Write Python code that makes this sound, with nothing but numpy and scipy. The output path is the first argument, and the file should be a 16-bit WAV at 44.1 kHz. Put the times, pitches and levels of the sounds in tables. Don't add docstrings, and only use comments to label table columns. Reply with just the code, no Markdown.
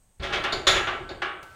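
import sys
import numpy as np
from scipy.fft import rfft, irfft, next_fast_len
from scipy.io import wavfile

SR = 44100
rng = np.random.default_rng(int(sys.argv[2]) if len(sys.argv) > 2 else 0)


def output_pcm(signal):
    pcm = np.clip(np.atleast_2d(signal).T, -1, 1) * 32767
    wavfile.write(sys.argv[1], SR, np.round(pcm).astype(np.int16))


N = 68355


def amp(db):
    return 10 ** (np.asarray(db) / 20)


def along(points, hz):
    point_hz, values = np.transpose(points)
    return np.interp(np.log(hz + 1), np.log(point_hz + 1), values)


def noise(colour, shade_db=lambda hz: 0):
    hz = np.fft.rfftfreq(next_fast_len(N + 8192), 1 / SR)
    random_phase = np.exp(2j * np.pi * rng.random(len(hz)))
    spectrum = random_phase * amp(along(colour, hz))
    shaded = irfft(spectrum * amp(shade_db(hz)))[:N]
    return shaded / np.std(irfft(spectrum))


def fade(x, t60s):
    size, t = next_fast_len(N + 8192), np.arange(N) / SR
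    hz, spectrum = np.fft.rfftfreq(size, 1 / SR), rfft(x, size)
    centres, lives = np.transpose(t60s)
    out = np.zeros(N)
    for share, life in zip(np.eye(len(lives)), lives):
        band = irfft(spectrum * along(np.c_[centres, share], hz), size)[:N]
        out += band * amp(-60 * t / life)
    return out


def ring(modes, scatter_db=1.5):
    detune = 0.00211
    waver_db, waver_rate = 1.5, 21.2
    t = np.arange(N) / SR
    knots = np.arange(0, N / SR + .1, 1 / waver_rate)
    out = np.zeros(N)
    for hz, db, t60 in modes:
        strike_db = db + scatter_db * rng.normal()
        waver = waver_db * np.interp(t, knots, rng.standard_normal(len(knots)))
        level_db = strike_db + waver - 60 * t / t60
        note_hz = hz * (1 + detune * rng.normal())
        out += np.sqrt(2) * amp(level_db) * np.sin(2 * np.pi * (note_hz * t + rng.random()))
    return out


def place(x, start, db, rise):
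    t = np.arange(N) / SR
    swell = 1 - np.exp(-t / max(rise, 1 / SR))
    return amp(db) * np.pad(x * swell, (round(start * SR), 0))[:N]


def background():
    # (frequency [Hz], relative level [dB])
    hum_colour = [(12, -20.5), (25, -0.5), (45, -8.5), (65, -11.5), (95, -9), (140, -21.5), (195, -17.5),
                  (250, -28.5), (650, -28), (3800, -47), (7000, -43), (9100, -56), (16000, -83)]
    # (frequency [Hz], relative level [dB])
    hiss_colour = [(3000, -5.5), (5500, -9.5), (6500, 1.5), (7700, -2), (8200, 11.5), (8750, 3),
                   (9100, -4.5), (16000, -11)]
    hum_level_db, hiss_level_db = -62.5, -69.5
    return amp(hum_level_db) * noise(hum_colour) + amp(hiss_level_db) * noise(hiss_colour)


def chatter():
    depth_db, rate, life = 1, 350, 0.056
    t = np.arange(N) / SR
    knots = rng.standard_normal(N // 8)
    jitter = np.interp(t * rate, np.arange(len(knots)), knots)
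    return amp(depth_db * np.exp(-t / life) * jitter)


def knocks(bass_hz=850, treble_hz=3300):
    # (time [s], level [dB], bass [dB], treble [dB], rise [s],
    # near upright [dB], far upright [dB], bar ring [dB], snap [dB])
    blows = [(0.196, -45.5, 8, -1, 0.0067, 1.5, -10, -6, -12), (.221, -36, 8, 7, 0.01, 0, -4, -14, -12),
             (.232, -32.5, -1, 7.5, 0.0089, -1, -16, -18, -3.5),
             (.298, -39.5, 7.5, 1, 0.0093, -4, 6.5, -4, -8), (.323, -30.5, -4, 4, 0.0025, 2, -6, 1, -32),
             (.331, -25, 0, 3.5, 0.0015, -5, -7.5, -1.5, -30),
             (.437, -24.5, -3.5, -1.5, 0.0064, -2, 0.5, -2.5, -6.5),
             (.527, -34.5, 10, -1, 0.0022, -3, -5, 4, -8), (.668, -17, -4, 1.5, 0.0029, -1.5, -22, -2, -16),
             (.749, -26.5, 0.5, 1, 0.0013, -5, -0.5, 1, -25),
             (.763, -24, -18, -10, 0.0023, -4.5, -18, -11, -5),
             (.870, -25, -0.5, -6, 0.0027, -8.5, -0.5, -7.5, -35),
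             (1.091, -42.5, 11.5, -3, 0.0023, -3, -1.5, 2, -19),
             (1.219, -26.5, -3, -6.5, .001, -6, 3.5, 0, -12.5),
             (1.28, -38.5, -7, -28, 0.00091, -32, 6.5, 5, -23)]
    # (frequency [Hz], level [dB], t60 [s])
    near_modes = [(378, -12, .7), (436, -17, .5), (560, -13, .35), (678, -14, .5), (1055, -15, .6),
                  (1360, -11, .4), (1658, -12, .7), (1875, -14, .4), (1916, -15, .5), (2110, -16, .7),
                  (2230, -16, .5), (2272, -16, .6), (2589, -16, .5)]
    # (frequency [Hz], level [dB], t60 [s])
    far_modes = [(366, -12, .4), (797, -16, .5), (818, -14, .45), (1122, -16, .5), (1173, -12, .5),
                 (1248, -15, .5), (1395, -13, .35), (1467, -12, .35), (1663, -13, .4), (1728, -11, .3),
                 (2288, -19, .5), (2692, -19, .3), (2815, -17, .45), (2951, -15, .5), (5200, -25, .25),
                 (6000, -23, .15)]
    # (frequency [Hz], level [dB], t60 [s])
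    bar_modes = [(1335, -18, 1.2), (1342, -19, 1.1), (1524, -20, 1.8), (1529, -23, 1.3)]
    # (frequency [Hz], relative level [dB])
    rack_colour = [(100, -16), (260, -10), (350, 2.5), (470, -3), (600, 1), (800, 1), (950, -3),
                   (1150, 1.5), (1400, 2.5), (1800, 2), (2500, -1), (3400, 0), (4300, -10), (5200, -15.5),
                   (6500, -19.5), (8000, -30.5), (11000, -42), (16000, -55)]
    # (frequency [Hz], t60 [s])
    rack_t60 = [(200, 0.92), (700, 0.7), (1500, 0.49), (3000, 0.49), (6000, 0.29), (14000, 0.69)]
    # (frequency [Hz], relative level [dB])
    snap_colour = [(1000, -25), (3500, 11), (6200, -3.5), (7500, -8), (10000, -18.5), (13500, -26),
                   (16000, -34)]
    snap_life, snap_rise = 0.014, 0.00091
    out, t = np.zeros(N), np.arange(N) / SR
    for start, db, bass_db, treble_db, rise, near_db, far_db, bar_db, snap_db in blows:
        def shade_db(hz):
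            bass = bass_db / (1 + (hz / bass_hz) ** 4)
            treble = treble_db * (1 - 1 / (1 + (hz / treble_hz) ** 4))
            return bass + treble

        clang = fade(noise(rack_colour, shade_db), rack_t60) * chatter()
        parts = ((near_modes, near_db), (far_modes, far_db), (bar_modes, bar_db))
        notes = ring([(hz, mode_db + part_db + shade_db(hz), t60)
                      for modes, part_db in parts
                      for hz, mode_db, t60 in modes])
        snap = noise(snap_colour) * chatter() * np.exp(-t / snap_life)
        out += place(clang + notes, start, db, rise)
        out += place(snap, start, db + snap_db, snap_rise)
    return out


def thuds():
    # (time [s], level [dB], rise [s], frame hum [dB])
    jolts = [(.197, -35, 0.0027, -32), (.32, -34.5, 0.015, -9), (0.442, -46, 0.0097, 5),
             (.527, -38.5, 0.005, 6), (0.668, -34, 0.0014, 1), (0.756, -38, 0.0037, 7),
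             (.872, -42.5, 0.0049, 9), (1.0, -40, 0.0049, 3), (1.11, -44.5, 0.005, 9.5),
             (1.426, -66, .004, -8)]
    # (frequency [Hz], level [dB], t60 [s])
    frame_modes = [(353, -4.5, 0.18), (380.1, -6, 0.32), (401, -16, .3)]
    # (frequency [Hz], relative level [dB])
    thud_colour = [(15, -15), (30, 5), (45, -1), (75, -3.5), (120, -6.5), (200, -11.5), (280, -20),
                   (800, -32), (3000, -90)]
    # (frequency [Hz], t60 [s])
    thud_t60 = [(30, 0.55), (100, 0.96), (300, 0.92)]
    push_hz, push_life = 60, .015
    t = np.arange(N) / SR
    push = -np.sin(2 * np.pi * push_hz * t) * np.exp(-t / push_life)
    out = place(push, jolts[0][0], db=-20, rise=0.0098)
    for start, db, rise, hum_db in jolts:
        body = fade(noise(thud_colour), thud_t60)
        frame_hum = amp(hum_db) * ring(frame_modes)
        out += place(body + frame_hum, start, db, rise)
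    return out


def clink(body, modes, ring_db):
    # (frequency [Hz], t60 [s])
    clink_t60 = [(3000, 0.34), (7000, 0.4), (14000, 0.4)]
    direct_db, direct_life = 7.5, 0.0063
    t = np.arange(N) / SR
    ringing = fade(body, clink_t60) + amp(ring_db) * ring(modes)
    return ringing * (1 + amp(direct_db) * np.exp(-t / direct_life))


def clinks(top_hz=6000):
    # (time [s], level [dB], top end [dB], rise [s], ring [dB])
    sleeve_hits = [(0.199, -53.5, -11, 0.0024, -16), (.523, -29, -1.5, 0.0041, -7.5),
                   (1.09, -44, -5.5, .003, -9.5)]
    # (frequency [Hz], level [dB], t60 [s])
    sleeve_modes = [(3890, -12, 0.27), (3710, 2, 0.17), (4320, 0, 0.17), (4470, -20, 0.35),
                    (4900, -7, 0.16), (6630, -16, .3), (7090, -26, 0.12)]
    # (frequency [Hz], relative level [dB])
    sleeve_colour = [(1000, -4), (3000, -14), (3650, 3.5), (4150, -2.5), (4500, 3.5), (5300, -16),
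                     (6400, -18), (7000, -5), (7700, -25.5), (9500, -27), (11000, -27.5), (12500, -39),
                     (16000, -46)]
    out = np.zeros(N)
    for start, db, top_db, rise, ring_db in sleeve_hits:
        body = noise(sleeve_colour, lambda hz: top_db * (hz > top_hz))
        out += place(clink(body, sleeve_modes, ring_db), start, db, rise)
    return out


def drop():
    # (frequency [Hz], level [dB], t60 [s])
    hook_modes = [(560, -6, .2), (600, -10, .18), (1100, -8, .2), (3391, -4, .32), (3421, -8, .3),
                  (3493, -8, .3), (3545, -2, .32), (3940, -8, .42), (4235, -8, .22), (4727, -24, .7),
                  (5130, -19, .3), (5798, -25, .6), (6605, -16, .27), (6950, -17, .52), (9750, -22, .25)]
    # (frequency [Hz], relative level [dB])
    hook_colour = [(1000, -33), (2900, -33), (3450, 7), (4100, 1.5), (4600, -6), (6100, -10), (6850, -1.5),
                   (7900, -18), (9300, -22.5), (9800, -17), (12000, -29.5), (16000, -40)]
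    # (frequency [Hz], relative level [dB])
    tail_colour = [(300, 0), (1500, -2), (4000, 7), (5500, -3), (7200, -1), (9000, -19), (16000, -30)]
    tail_db, tail_t60 = -24.5, 1
    t = np.arange(N) / SR
    landing = clink(noise(hook_colour), hook_modes, ring_db=-3)
    tail = amp(tail_db - 60 * t / tail_t60) * noise(tail_colour)
    return place(landing + tail, start=.668, db=-18, rise=.008)


def rustle():
    # (frequency [Hz], relative level [dB])
    rustle_colour = [(40, -1), (100, 25), (200, 5), (600, 10.5), (2000, 6), (6000, -4.5), (10000, -9),
                     (16000, -13)]
    tick_db, tick_life = 12, .009
    t = np.arange(N) / SR
    tick_gain = 1 + amp(tick_db) * np.exp(-t / tick_life)
    return place(noise(rustle_colour) * tick_gain, start=1.428, db=-54.5, rise=0.00067)


def scene():
    return (background() + knocks() + thuds() + clinks() + drop() + rustle())[None]


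def record(dry):
    top_hz = 15850
    size = next_fast_len(N + 8192)
    passband = np.fft.rfftfreq(size, 1 / SR) < top_hz
    return irfft(rfft(dry, size) * passband, size)[:, :N]


dry = scene()
out = record(dry)
output_pcm(out)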